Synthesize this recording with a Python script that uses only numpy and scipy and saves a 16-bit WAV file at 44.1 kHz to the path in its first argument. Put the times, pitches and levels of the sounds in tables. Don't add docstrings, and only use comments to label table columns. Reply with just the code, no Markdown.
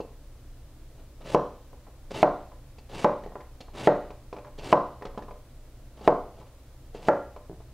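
import sys
import numpy as np
from scipy import signal
from scipy.fft import rfft, irfft, next_fast_len
from scipy.io import wavfile

SR = 44100
rng = np.random.default_rng(int(sys.argv[2]) if len(sys.argv) > 2 else 0)


def generate_wav(signal):
    frames = np.transpose(np.atleast_2d(signal))
    scaled = np.clip(frames, -1, 1) * 32767
    pcm = np.round(scaled).astype(np.int16)
    wavfile.write(sys.argv[1], SR, pcm)


N = 340968
TIME = np.arange(N) / SR

# t/s, force/dB, tilt/(dB/octave), crack/dB
CHOPS = [(1.3466, -4, -1.1, -24), (2.2288, 2.5, 1.5, -26.5), (3.0452, 2, 2, -26), (3.873, 1.5, 0.6, -26),
         (4.7267, 1, 0.5, -27), (6.0764, -0.5, 0.6, -27), (7.085, 2, 2.5, -28.5)]
# t/s, tap/dB, wet slap/dB, tilt/(dB/octave)
DICE = [(1.73, -39.5, -59, 3), (1.884, -45.5, -65, -4), (2.518, -38.5, -60, 4), (3.236, -40, -48, -7),
        (3.262, -32.5, -52, -4.5), (3.32, -38.5, -60, -4), (3.355, -25, -58, 4.5), (3.406, -33.5, -49.5, 7),
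        (4.105, -33.5, -46.5, 1.5), (4.328, -28, -43.5, 0), (4.365, -30, -48, 4), (4.385, -34, -50.5, 5),
        (4.447, -33.5, -56, 11), (4.469, -36.5, -56, 1), (5.022, -25.5, -47, 5.5), (5.053, -28.5, -37.5, 0),
        (5.148, -37, -68, 1), (5.176, -24.5, -41.5, -2.5), (5.223, -57, -48, 2), (5.283, -33.5, -59, 1.5),
        (5.309, -32, -51, 1), (7.363, -33, -52.5, 0.5)]
# f/Hz, level/dB, t60/s
BOARD_MODES = [(237.6, -14, 0.047), (333, -6.5, 0.019), (473, 12, 0.011), (649, 4.5, 0.019),
               (721.5, -2.5, 0.023), (828, -8, 0.061), (1020, 4, 0.017), (1149, -12.5, 0.022),
               (1376, -20, 0.064), (1690, -21.5, 0.033), (1830, -5.5, 0.008), (2505, -37, 0.044)]


def from_db(db):
    return 10 ** (np.asarray(db) / 20)


def rms_one(x):
    return x / np.sqrt(np.mean(x ** 2) + 1e-20)


def at_hz(points, hz):
    f, value = np.transpose(points)
    return np.interp(np.log(np.maximum(hz, 1)), np.log(f), value)


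def add(track, s, sound):
    start = max(int(s * SR), 0)
    track[start:start + len(sound)] += sound[:max(N - start, 0)]


def coloured(x, spectrum):
    length = x.shape[-1]
    size = next_fast_len(length)
    hz = np.arange(size // 2 + 1) * SR / size
    shaped = rfft(x, size) * from_db(at_hz(spectrum, hz))
    return rms_one(irfft(shaped, size)[..., :length])


def low_pass(x, hz):
    sos = signal.butter(2, min(hz, 0.45 * SR), fs=SR, output="sos")
    return signal.sosfilt(sos, x + 1e-18)


def dying(t, t60):
    return np.exp(-np.log(1000) * t / t60)


def ramp(start_s, length_s):
    return np.clip((TIME - start_s) / length_s, 0, 1)


def struck(modes, tilt_db, uneven_db, swell_s, polarity):
    hz, db, t60 = np.transpose(modes)
    t = TIME[:int(min(t60.max(), 1) * SR), None]
    tilt = tilt_db * np.log2(hz / hz.mean())
    gain = from_db(db + tilt + uneven_db * rng.standard_normal(len(hz)))
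    signed_gain = gain * polarity ** np.arange(len(hz))
    decay = dying(t.astype(np.float32), t60.astype(np.float32))
    waves = np.sin((2 * np.pi * hz * t).astype(np.float32)) * decay
    return waves @ signed_gain * (1 - np.exp(-t[:, 0] / swell_s))


def tick(t60, rise_s):
    # f/Hz, level/dB
    tick_spectrum = [(700, 10), (1500, -2), (3000, 3), (5000, -1), (8000, -14.5), (11000, -24),
                     (15000, -32.5)]
    t = TIME[:SR // 12]
    noise = coloured(rng.standard_normal(len(t)), tick_spectrum)
    return noise * dying(t, t60) * (1 - np.exp(-t / rise_s))


def background():
    # f/Hz, level/dB
    rumble_spectrum = [(15, -20.5), (27, -0.5), (40, -17.5), (70, -15.5), (90, -21), (130, -16.5),
                       (165, -34.5), (300, -26.5), (400, -35), (570, -31), (750, -38.5), (1500, -45),
                       (4000, -55), (16000, -87)]
    hiss_spectrum = [(100, 0), (1500, -3), (4000, 1), (9000, -1.5), (12000, -3), (15500, -4)]
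    # f/Hz, rms level/dB
    hum_tones = [(59.5, -55), (119, -62)]
    rumble_db, hiss_db = -47.5, -64.5
    rumble = from_db(rumble_db) * coloured(rng.standard_normal(N), rumble_spectrum)
    hum = np.zeros(N)
    for hz, db in hum_tones:
        phase_cycles = rng.random()
        hum += from_db(db) * np.sqrt(2) * np.sin(2 * np.pi * (hz * TIME + phase_cycles))
    hiss = from_db(hiss_db) * coloured(rng.standard_normal((2, N)), hiss_spectrum)
    return rumble + hum + hiss


def blade(tilt_db):
    # f/Hz, level/dB
    blade_modes = [(2300, -17), (2650, 4.5), (2860, -5.5), (3400, -11), (4230, -3), (4480, -3.5),
                   (4800, -4.5), (6700, -16)]
    t60_s = 0.022
    modes = [(hz, db, t60_s) for hz, db in blade_modes]
    return struck(modes, tilt_db, uneven_db=1.5, swell_s=0.001, polarity=-1)


def touches():
    # t/s, steel/dB, board/dB
    nick_rows = [(0.002, -47.5, -23.5), (2.107, -49, -31), (2.783, -50, -38.5), (3.605, -40.5, -29),
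                 (4.586, -43.5, -35), (6.011, -51.5, -30), (6.948, -52, -28.5)]
    t = TIME[:SR // 20]
    out = np.zeros(N)
    for s, steel_db, board_db in nick_rows:
        snaps = rng.standard_normal(len(t)) * dying(t, 0.047) * (1 - np.exp(-t / 0.003))
        steel = signal.fftconvolve(snaps, blade(tilt_db=5.0))
        board = struck(BOARD_MODES, tilt_db=-3.5, uneven_db=4.0, swell_s=0.0059, polarity=0.86)
        add(out, s, from_db(steel_db) * steel / np.abs(steel).max())
        add(out, s, from_db(steel_db) * tick(t60=0.071, rise_s=0.0013))
        add(out, s, from_db(board_db) * board)
    return out


def effort():
    # bite t/s, bite level/dB, sink t/s, crunch level at board/dB, swell/dB
    stroke_rows = [(1.203, -63, 1.237, -48, 2.5), (2.101, -50, 2.13, -47, -4.5),
                   (2.891, -57, 2.914, -45, 4), (3.734, -57.5, 3.744, -44.5, 4),
                   (4.577, -53.5, 4.609, -43, 10.5), (5.968, -63, 6.01, -50.5, 9),
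                   (6.940, -57, 6.99, -48.5, 16)]
    # middle t/s, length/s, level/dB
    rub_rows = [(.992, 0.1, -70), (6.398, .11, -64.5), (6.469, 0.038, -68.5)]
    bite_attack_s, bite_hold_s, bite_t60_s = 0.0077, 0.012, 0.27
    sink_attack_s, stop_s = 0.033, 0.0039
    crunch, depth = np.zeros(N), np.zeros(N)
    for (bite_s, bite_db, sink_s, db, swell_db), (board_s, *_) in zip(stroke_rows, CHOPS):
        down = ramp(sink_s, board_s - sink_s)
        moving = 1 - ramp(board_s, stop_s)
        since_hold_s = np.maximum(TIME - bite_s - bite_attack_s - bite_hold_s, 0)
        bite = from_db(bite_db) * ramp(bite_s, bite_attack_s) * dying(since_hold_s, bite_t60_s)
        sink = from_db(db - swell_db * (1 - down)) * ramp(sink_s, sink_attack_s)
        crunch += moving * np.hypot(bite, sink)
        depth += moving * down
    for s, length_s, db in rub_rows:
        crunch += from_db(db) * np.sin(np.pi * ramp(s - length_s / 2, length_s)) ** 2
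    return crunch, depth


def grains(per_s, spread_db):
    size_db = spread_db * np.minimum(rng.exponential(1, N), 4)
    sizes = from_db(size_db) * rng.choice([-1, 1], N)
    return sizes * (rng.random(N) < per_s / SR)


def slicing():
    # f/Hz, level/dB
    shake_spectrum = [(70, -12.5), (120, 6), (200, 1), (290, -1), (570, 1.5), (850, -3.5), (1300, -11),
                      (2500, -42)]
    cracking_spectrum = [(800, -21.5), (1500, 5.5), (2900, 8.5), (4700, 2.5), (7000, -8), (12000, -31)]
    bursting_spectrum = [(3000, -21), (6000, 6), (8000, 4), (10500, -1.5), (12500, -12.5), (15500, -28)]
    shake_db, firm_crunch_db, shake_per_crunch = -38.5, -45, 0.74
    burst_db, burst_growth_db = -13, 4.5
    steel_db = -13
    crunch, depth = effort()
    jerks = from_db(1.5 * rms_one(low_pass(rng.standard_normal(N), hz=70)))
    shake = from_db(shake_db) * coloured(grains(per_s=1200, spread_db=0.5), shake_spectrum)
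    cracks = grains(per_s=3000, spread_db=2.0)
    steel = rms_one(signal.fftconvolve(cracks, blade(tilt_db=5.5))[:N])
    cracking = coloured(cracks, cracking_spectrum) + from_db(steel_db) * steel
    burst_gain = from_db(burst_db + burst_growth_db * depth)
    bursting = burst_gain * coloured(grains(per_s=8900, spread_db=1.0), bursting_spectrum)
    shake_gain = (crunch / from_db(firm_crunch_db)) ** shake_per_crunch
    return jerks * (shake_gain * shake + crunch * (cracking + bursting))


def chops():
    out = np.zeros(N)
    for s, db, tilt_db, crack_db in CHOPS:
        knock = struck(BOARD_MODES, tilt_db, uneven_db=3.37, swell_s=0.0021, polarity=0.92)
        add(out, s, -from_db(db) * knock)
        add(out, s, from_db(crack_db) * tick(t60=0.017, rise_s=0.0003))
    return out


def worktop():
    # f/Hz, level/dB
    worktop_modes = [(147, -29), (188, -32.5), (297, -24.5), (335, -39.5), (362, -24.5), (386, -29),
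                     (425, -21.5), (466, -31.5), (494, -16), (557, -14.5), (594, -12), (622, -20),
                     (700, -29), (730, -34), (768, -38.5), (846, -34.5), (935, -24), (965, -31.5),
                     (1031, -42), (1115, -30), (1150, -34.5), (1198, -28.5), (1380, -41), (1460, -40),
                     (1530, -32), (1620, -42), (1710, -38), (1820, -36.5), (1950, -51), (2090, -45.5)]
    low_t60_s = 0.39
    chop_share_db, dice_share_db = -4.5, -2
    modes = [(hz, db, low_t60_s / (1 + (hz / 3200) ** 2)) for hz, db in worktop_modes]
    out = np.zeros(N)
    for s, db, tilt_db, _ in CHOPS:
        ring = struck(modes, tilt_db, uneven_db=2.0, swell_s=0.0054, polarity=-0.954)
        add(out, s, from_db(db + chop_share_db) * ring)
    for s, db, *_ in DICE:
        ring = struck(modes, tilt_db=1.0, uneven_db=3.5, swell_s=0.0014, polarity=-0.941)
        add(out, s, from_db(db + dice_share_db) * ring)
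    return out


def crumbs():
    after_s, tap_db, slap_db = (0.11, 0.65), -40.5, -62
    return [(s + rng.uniform(*after_s), tap_db, slap_db, 0) for s, *_ in CHOPS]


def plop(hz, cycles):
    t = TIME[:SR // 12]
    return np.sin(2 * np.pi * hz * t) * dying(t, cycles / hz) * (1 - np.exp(-t * hz))


def patter():
    plop_hz, plop_db = (1096, 2600), 7
    tip_after_s, tip_db = (0.004, 0.016), -8.5
    out = np.zeros(N)
    for s, db, wet_db, tilt_db in DICE + crumbs():
        for delay_s, loss_db in ((0, 0), (rng.uniform(*tip_after_s), tip_db)):
            tap = struck(BOARD_MODES, tilt_db, uneven_db=3.0, swell_s=0.0024, polarity=0.98)
            ring = from_db(plop_db) * plop(rng.uniform(*plop_hz), cycles=24)
            slap = ring + tick(t60=0.04, rise_s=0.0017)
            add(out, s + delay_s, from_db(db + loss_db) * tap)
            add(out, s + delay_s, from_db(wet_db + loss_db) * slap)
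    return out


def table_bounces():
    # t/s, force/dB
    bounce_rows = [(7.497, -27.5), (7.504, -36), (7.515, -30.5), (7.531, -37)]
    # f/Hz, level/dB, t60/s
    thud_modes = [(170.5, -6.5, 0.035), (375, 3, 0.016), (610, -6, 0.016)]
    out = np.zeros(N)
    for s, db in bounce_rows:
        thud = struck(thud_modes, tilt_db=0, uneven_db=1, swell_s=0.0006, polarity=1)
        add(out, s, from_db(db) * thud)
    return out


def kitchen(x):
    # delay/s, level/dB
    echo_rows = [(0.015, -13), (.0262, -44), (.047, -16.5)]
    # f/Hz, level/dB
    room_db = [(100, -11), (300, -6.5), (600, -8), (1000, -6), (1400, -4), (1900, -2), (2700, -12),
               (5000, -8), (10000, -19)]
    # f/Hz, t60/s
    room_t60 = [(100, 0.42), (600, 0.46), (1500, 0.41), (4000, 0.8), (10000, 0.31)]
    t = TIME[:SR * 3 // 5]
    onset = 1 - np.exp(-(t / 0.0031) ** 2)
    edges_hz = 70 * 2 ** (np.arange(13) * 2 / 3)
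    response = np.zeros(len(t))
    for low, high in zip(edges_hz, edges_hz[1:]):
        hz = np.sqrt(low * high)
        sos = signal.butter(2, [low, high], "band", fs=SR, output="sos")
        band = signal.sosfilt(sos, rng.standard_normal(len(t)))
        tail = band * dying(t, at_hz(room_t60, hz)) * onset
        level = np.sqrt(2 * (high - low) / SR / np.sum(tail ** 2))
        response += tail * from_db(at_hz(room_db, hz)) * level
    dull = low_pass(x, hz=2960)
    echoes = sum(from_db(db) * np.interp(TIME - s, TIME, dull, left=0) for s, db in echo_rows)
    return x + echoes + signal.fftconvolve(x, response)[:N]


def scene():
    knife_and_dice = chops() + slicing() + patter() + touches() + table_bounces()
    return kitchen(knife_and_dice) + worktop() + background()


def record(dry):
    cutoff_hz = 15700
    limit = np.where(dry > 0, 0.6, 0.5)
    rounded = dry / (1 + (dry / limit) ** 6) ** (1 / 6)
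    sos = signal.ellip(12, 0.1, 90, cutoff_hz, fs=SR, output="sos")
    return signal.sosfilt(sos, rounded)


dry = scene()
out = record(dry)
generate_wav(out)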